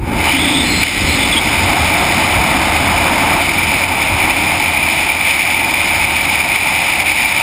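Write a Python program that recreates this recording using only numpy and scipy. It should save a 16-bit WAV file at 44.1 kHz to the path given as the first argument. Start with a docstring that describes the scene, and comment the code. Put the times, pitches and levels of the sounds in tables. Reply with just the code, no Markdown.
"""A low thump comes first, then rushing air builds up fast: freefall past a skydiver's small cased camera.
Eddies, which are swirls of air, thump, rumble and roar on the case: shaped noise plus its resonances.
An edge whistles short notes as the head turns, over a hollow hoot of the case.
Loudest is the jet across the microphone port: it rushes and rings the port's cavity, with short surges.
The camera mirrors the sound into a gritty treble hiss, and its limiter ducks loud moments and recovers."""
import sys
import numpy as np
from scipy import signal
from scipy.fft import rfft, irfft, next_fast_len
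from scipy.io import wavfile
from scipy.ndimage import uniform_filter1d, map_coordinates

SR = 44100
rng = np.random.default_rng(int(sys.argv[2]) if len(sys.argv) > 2 else 0)


def int16_out(signal):
    """Quantize to a 16-bit WAV file."""
    q = np.round(np.clip(np.atleast_2d(signal).T, -1, 1) * 32767)
    wavfile.write(sys.argv[1], SR, q.astype(np.int16))


N = 327222

# Strength of the smaller eddies on the case over time.
# Columns: time_s, rumble_db, roar_db (before small trims and wavering)
EDDY_LEVELS = [(0.0, -28, -35.5), (0.12, -20, -23), (0.27, -22, -17), (0.31, -23, -23), (0.78, -21, -24),
               (0.91, -25, -24.5), (1.01, -21, -24.5), (1.61, -23, -18.5), (3.35, -22, -16),
               (3.43, -23.5, -20.5), (4.07, -26, -20), (4.3, -21.5, -18.5), (4.32, -25.5, -20.5),
               (5.25, -29, -22), (5.46, -32, -22.5), (5.56, -27.5, -21.5), (7.11, -30.5, -22.5),
               (7.42, -30, -22)]
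# Big eddies that strike the case.
# Columns: centre_s, length_s, buffet_rise_db
THUMPS = [(0.02, 0.15, 12), (0.17, 0.17, 6), (1.057, 0.2, 8.5), (1.654, .3, 6), (1.825, .16, 8),
          (2.38, .18, 8), (2.85, 0.56, 4.5), (4.13, 0.11, 11), (6.025, .24, 6)]
# How strongly the case and cavity ring compared with the plain rush; each resonance adds its own offset.
# Columns: time_s, ring_over_rush_db
RING_BALANCE = [(0, 2.5), (.8, -6), (1.5, -2.5), (3.2, -1.5), (3.6, 1), (4.5, 3.5), (5.5, 3), (7.42, 3)]
# Colour of the noise in each layer; only the shape counts, because each noise is scaled to rms 1.
# Columns: frequency_hz, relative_level_db (per Hz)
BUFFET_COLOUR = [(10, -26), (22, -15), (50, -2), (66, -4), (83, 1.5), (100, -7), (125, -24), (190, -26)]
RUMBLE_COLOUR = [(70, -36), (120, -0.5), (170, 3), (220, 1.5), (305, 3), (370, -4), (460, -8), (600, -5.5)]
ROAR_COLOUR = [(380, -24), (480, -17.5), (550, -3.5), (640, -4.5), (700, 2.5), (810, -2), (895, 3.5),
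               (970, -4), (1180, -4.5), (1270, -4.5), (1450, -7), (1800, -9), (2500, -16)]
RUSH_COLOUR = [(1200, -10.5), (1700, -13), (2080, 3.5), (2580, -2), (2760, -6), (2990, -1), (3230, -10),
               (3500, -3.5), (3900, -9), (4430, -15), (5080, -7.5), (5400, -15.5), (5750, -28.5),
               (6000, -45)]
# Hollow hoots of the case in the slanting flow.
# Columns: start_s, length_s, level_db
HOOTS = [(0.286, .5, -21.5), (0.997, .3, -29)]
# Notes of the whistling edge; a positive scoop starts below the pitch.
# Columns: start_s, length_s, pitch_hz, scoop_hz, level_db
WHISTLE_NOTES = [(0.254, 0.15, 3110, 600, -23), (0.357, 0.31, 3534, 380.5, -19),
                 (0.64, 0.21, 4160, 198, -24.5), (1.046, 0.14, 4170, 1, -27.5),
                 (1.167, 0.1, 3550, 97, -21.5), (1.318, 0.034, 3450, -2, -18),
                 (1.36, 0.043, 3410, 201, -14.5)]
# Strength of the jet across the port, building up at first and then steady.
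# Columns: time_s, level_db (before a small fixed lift)
JET_LEVELS = [(0.0, -42), (0.06, -32.5), (0.29, -14), (0.41, -18.5), (0.78, -18.5), (0.85, -13.5),
              (0.93, -17.5), (1.22, -17), (3.16, -18), (5.0, -16), (7.23, -16), (7.42, -15.5)]
# Sudden surges of the jet; the rushing air follows half of the rise in dB.
# Columns: centre_s, rise_db
SURGES = [(.836, 9), (1.638, 4), (2.123, 4), (2.766, 5.5), (3.495, 5), (3.634, 5.5), (3.842, 6.5),
          (4.307, 7), (4.519, 6), (4.777, 5), (5.091, 5.5), (5.312, 7.5), (5.431, 4), (5.743, 5.5),
          (6.165, 6), (6.407, 4.5), (6.562, 7.5), (7.004, 6), (7.082, 4), (7.284, 4)]
# Moments when the jet stalls.
# Columns: centre_s, drop_db
STALLS = [(3.87, 2.5), (6.425, 4), (6.6, 1), (7.041, 7)]
# Level of the very faint separate noise that slightly widens an almost mono sound.
# Columns: frequency_hz, side_gain_db
SIDE_LEVELS = [(150, -51), (700, -58), (2300, -36.5), (14000, -60)]
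# Colour of the mirrored treble, thin around 12 kHz.
# Columns: frequency_hz, gain_db
TREBLE_COLOUR = [(6000, 5.5), (6900, -2.5), (8500, -8), (9650, -12.5), (10500, -17.5), (11100, -35),
                 (11600, -34), (12000, -60), (12400, -34), (12900, -23), (13700, -31), (14350, -14),
                 (15000, -41), (15400, -34)]

BUFFET_DB = -28.5  # buffet level when the rumble is average and no thump strikes
BUFFET_GROWS = 0.87  # dB of buffet gained per dB of rumble
WHISTLE_FADE = 0.17  # share of a note's length spent rising, and again falling
SCOOP_S, HOOT_FADE_S = 0.03, 0.038  # settling time of a note's pitch; rise and fall of a hoot
CAVITY_HZ = 2345  # centre of the port cavity's ring
FLUTTER_DB, FLUTTER_GROWS = 0.72, 0.1  # slow jet flutter at 0 dB ring; dB more per dB of ring
SURGE_S, STALL_S = 0.0099, 0.044  # full lengths
LOCK_DB = 4  # boost of the locked tone
MIRROR_HZ, TOP_HZ = 12000, 15400  # converter's rate; camera's upper band limit


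def amp(db):
    """Turn decibels into a gain."""
    return 10 ** (np.asarray(db) / 20)


def unit(x):
    """Scale a signal to an average strength (rms) of 1."""
    return x / np.sqrt(np.mean(x ** 2) + 1e-20)


def along(points, hz):
    """Read a table of (frequency, value) points on a logarithmic frequency axis."""
    frequency, value = np.transpose(points)
    return np.interp(np.log(hz + 1), np.log(frequency + 1), value)


def curves(rows):
    """Join the points of each column after the time into one value per sample."""
    times, *columns = np.transpose(rows)
    return [np.interp(np.arange(N) / SR, times, column) for column in columns]


def wobble(rate):
    """A smooth random curve through rate random points a second."""
    knots = rng.standard_normal(N // 20)
    return map_coordinates(knots, [np.arange(N) * rate / SR], mode="wrap")


def swell(centre, length):
    """A smooth bump from 0 to 1 and back; times in seconds."""
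    position = (np.arange(N) / SR - centre) / length
    return np.cos(np.pi * np.clip(position, -0.5, 0.5)) ** 2


def held(start, length, fade):
    """A gain that rises, holds at 1 and falls; times in seconds."""
    t = np.arange(N) / SR - start
    return np.clip(np.minimum(t, length - t) / fade, 0, 1)


def filtered(x, response):
    """Multiply the spectrum of x by a gain that depends on frequency."""
    size = next_fast_len(N + SR // 2)  # spare room keeps the end from wrapping onto the start
    spectrum = rfft(x, size) * response(np.fft.rfftfreq(size, 1 / SR))
    return irfft(spectrum, size)[..., :N]


def noise(colour):
    """Noise of rms 1 with the given colour, silent outside its frequency range."""
    def response(hz):
        inside = (hz >= colour[0][0]) & (hz <= colour[-1][0])
        return amp(along(colour, hz)) * inside
    return unit(filtered(rng.standard_normal(N), response))


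def blown(centre_hz, width_hz):
    """Noise of rms 1 ringing in a steep-sided resonance, strongest at its centre."""
    def response(hz):
        damping = (hz * width_hz) ** 2
        return damping / ((centre_hz ** 2 - hz ** 2) ** 2 + damping)
    return unit(filtered(rng.standard_normal(N), response))


def ringing(rush, ring, ring_db):
    """Mix a ring into a rush, then scale so their combined power stays about the same."""
    return (rush + amp(ring_db) * ring) / np.sqrt(1 + amp(ring_db) ** 2)


def eddies():
    """Large eddies thump on the case, smaller ones rumble and roar, all exciting the case's resonances."""
    rumble_db, roar_db = curves(EDDY_LEVELS)
    ring_db, = curves(RING_BALANCE)

    thump_db = sum(rise * swell(centre, length) for centre, length, rise in THUMPS)
    buffet_db = BUFFET_DB + BUFFET_GROWS * (rumble_db - rumble_db.mean()) + thump_db
    thumps = ringing(noise(BUFFET_COLOUR), blown(centre_hz=85, width_hz=41), ring_db - 0.5)
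    buffet = amp(buffet_db) * unit(np.tanh(0.5 * thumps))  # flatten the highest peaks

    rumble = ringing(noise(RUMBLE_COLOUR), blown(centre_hz=318, width_hz=120), ring_db - 7.5)
    rumble *= amp(rumble_db + 0.47 * wobble(14))

    roar = ringing(noise(ROAR_COLOUR), blown(centre_hz=864, width_hz=233), ring_db - 5.5)
    roar *= amp(roar_db + 0.11 + 0.78 * wobble(30))
    return buffet + rumble + roar


def hoot():
    """Slanting flow sets the case's hollow resonance sounding, as noise in a narrow band."""
    gain = sum(amp(db) * held(start, length, HOOT_FADE_S) for start, length, db in HOOTS)
    return gain * blown(centre_hz=278, width_hz=39)


def whistle(width_hz, waver_hz):
    """Vortices leave an edge unevenly, smearing each scooping, wavering note into a narrow band."""
    t = np.arange(N) / SR
    waver = waver_hz * wobble(90)
    # two slow random signals carry the note's cosine and sine, which makes it breathy
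    breath_a, breath_b = filtered(rng.standard_normal((2, N)), lambda hz: 1 / (1 + (hz / width_hz) ** 2))
    notes = np.zeros(N)
    for start, length, pitch_hz, scoop_hz, db in WHISTLE_NOTES:
        pitch = pitch_hz + waver - scoop_hz * np.exp(-np.abs(t - start) / SCOOP_S)
        phase = 2 * np.pi * np.cumsum(pitch) / SR
        tone = unit(breath_a * np.cos(phase) + breath_b * np.sin(phase))
        notes += amp(db) * held(start, length, WHISTLE_FADE * length) * tone
    return notes


def jet():
    """Air rushing over the port rings its cavity, flutters, and locks it into one tone in each surge."""
    jet_db, = curves(JET_LEVELS)
    ring_db, = curves(RING_BALANCE)
    # the slower flutter deepens as the cavity rings harder
    flutter_db = (FLUTTER_DB + FLUTTER_GROWS * ring_db) * wobble(45) + 0.72 * wobble(260)
    stall_db = sum(drop * swell(centre, STALL_S) for centre, drop in STALLS)
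    surge_db = sum(rise * held(centre - SURGE_S / 2, SURGE_S, SURGE_S / 4) for centre, rise in SURGES)

    ring = blown(centre_hz=CAVITY_HZ, width_hz=334) * amp(0.29 * wobble(110))
    air = ringing(noise(RUSH_COLOUR), ring, ring_db) * amp(0.5 * surge_db + flutter_db)

    locked_pitch = CAVITY_HZ + 90 * wobble(300)
    locked_tone = np.sin(2 * np.pi * np.cumsum(locked_pitch) / SR)
    locked = amp(LOCK_DB) * (amp(surge_db) - 1) * locked_tone  # silent between surges
    return (air + locked) * amp(jet_db - stall_db + 1.15)


def scene():
    """Almost mono sound; a very faint separate noise, set by a table, slightly widens it."""
    mid = eddies() + hoot() + whistle(width_hz=150, waver_hz=19) + jet()
    side = filtered(eddies() + jet(), lambda hz: amp(along(SIDE_LEVELS, hz)))
    return np.array([mid + side, mid - side])


def mirrored(x):
    """A coarse converter repeats each frequency on both sides of its rate; a table sets the treble's colour."""
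    images = 2 * x * np.cos(2 * np.pi * MIRROR_HZ * np.arange(N) / SR)
    return x + filtered(images, lambda hz: amp(along(TREBLE_COLOUR, hz)))


def limiter(x, threshold_db, deepest_db, release_db_per_s, attack_s):
    """Loud moments pull the gain down with a short lag, up to a limit; it then climbs back steadily."""
    power = np.abs(uniform_filter1d(np.mean(x ** 2, axis=0), size=220))  # averaged over about 5 ms
    over_db = np.clip(10 * np.log10(power + 1e-12) - threshold_db, 0, deepest_db)
    climb_db = release_db_per_s * np.arange(N) / SR
    # holding the highest point of a rising slope makes each cut shrink at the release rate
    cut_db = np.maximum.accumulate(over_db + climb_db) - climb_db
    pole = np.exp(-1 / (attack_s * SR))
    smooth_cut_db = signal.lfilter([1 - pole], [1, -pole], cut_db)
    return x * amp(-smooth_cut_db)


def record(dry):
    """The camera adds mirror images, limits, rounds off the highest peaks and cuts above its band limit."""
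    x = mirrored(dry) * amp(0.1)
    x = limiter(x, threshold_db=-10.0, deepest_db=8.0, release_db_per_s=31, attack_s=0.0019)
    x = x / (1 + np.abs(x) ** 12) ** (1 / 12)
    return filtered(x, lambda hz: hz < TOP_HZ)


dry = scene()
out = record(dry)
int16_out(out)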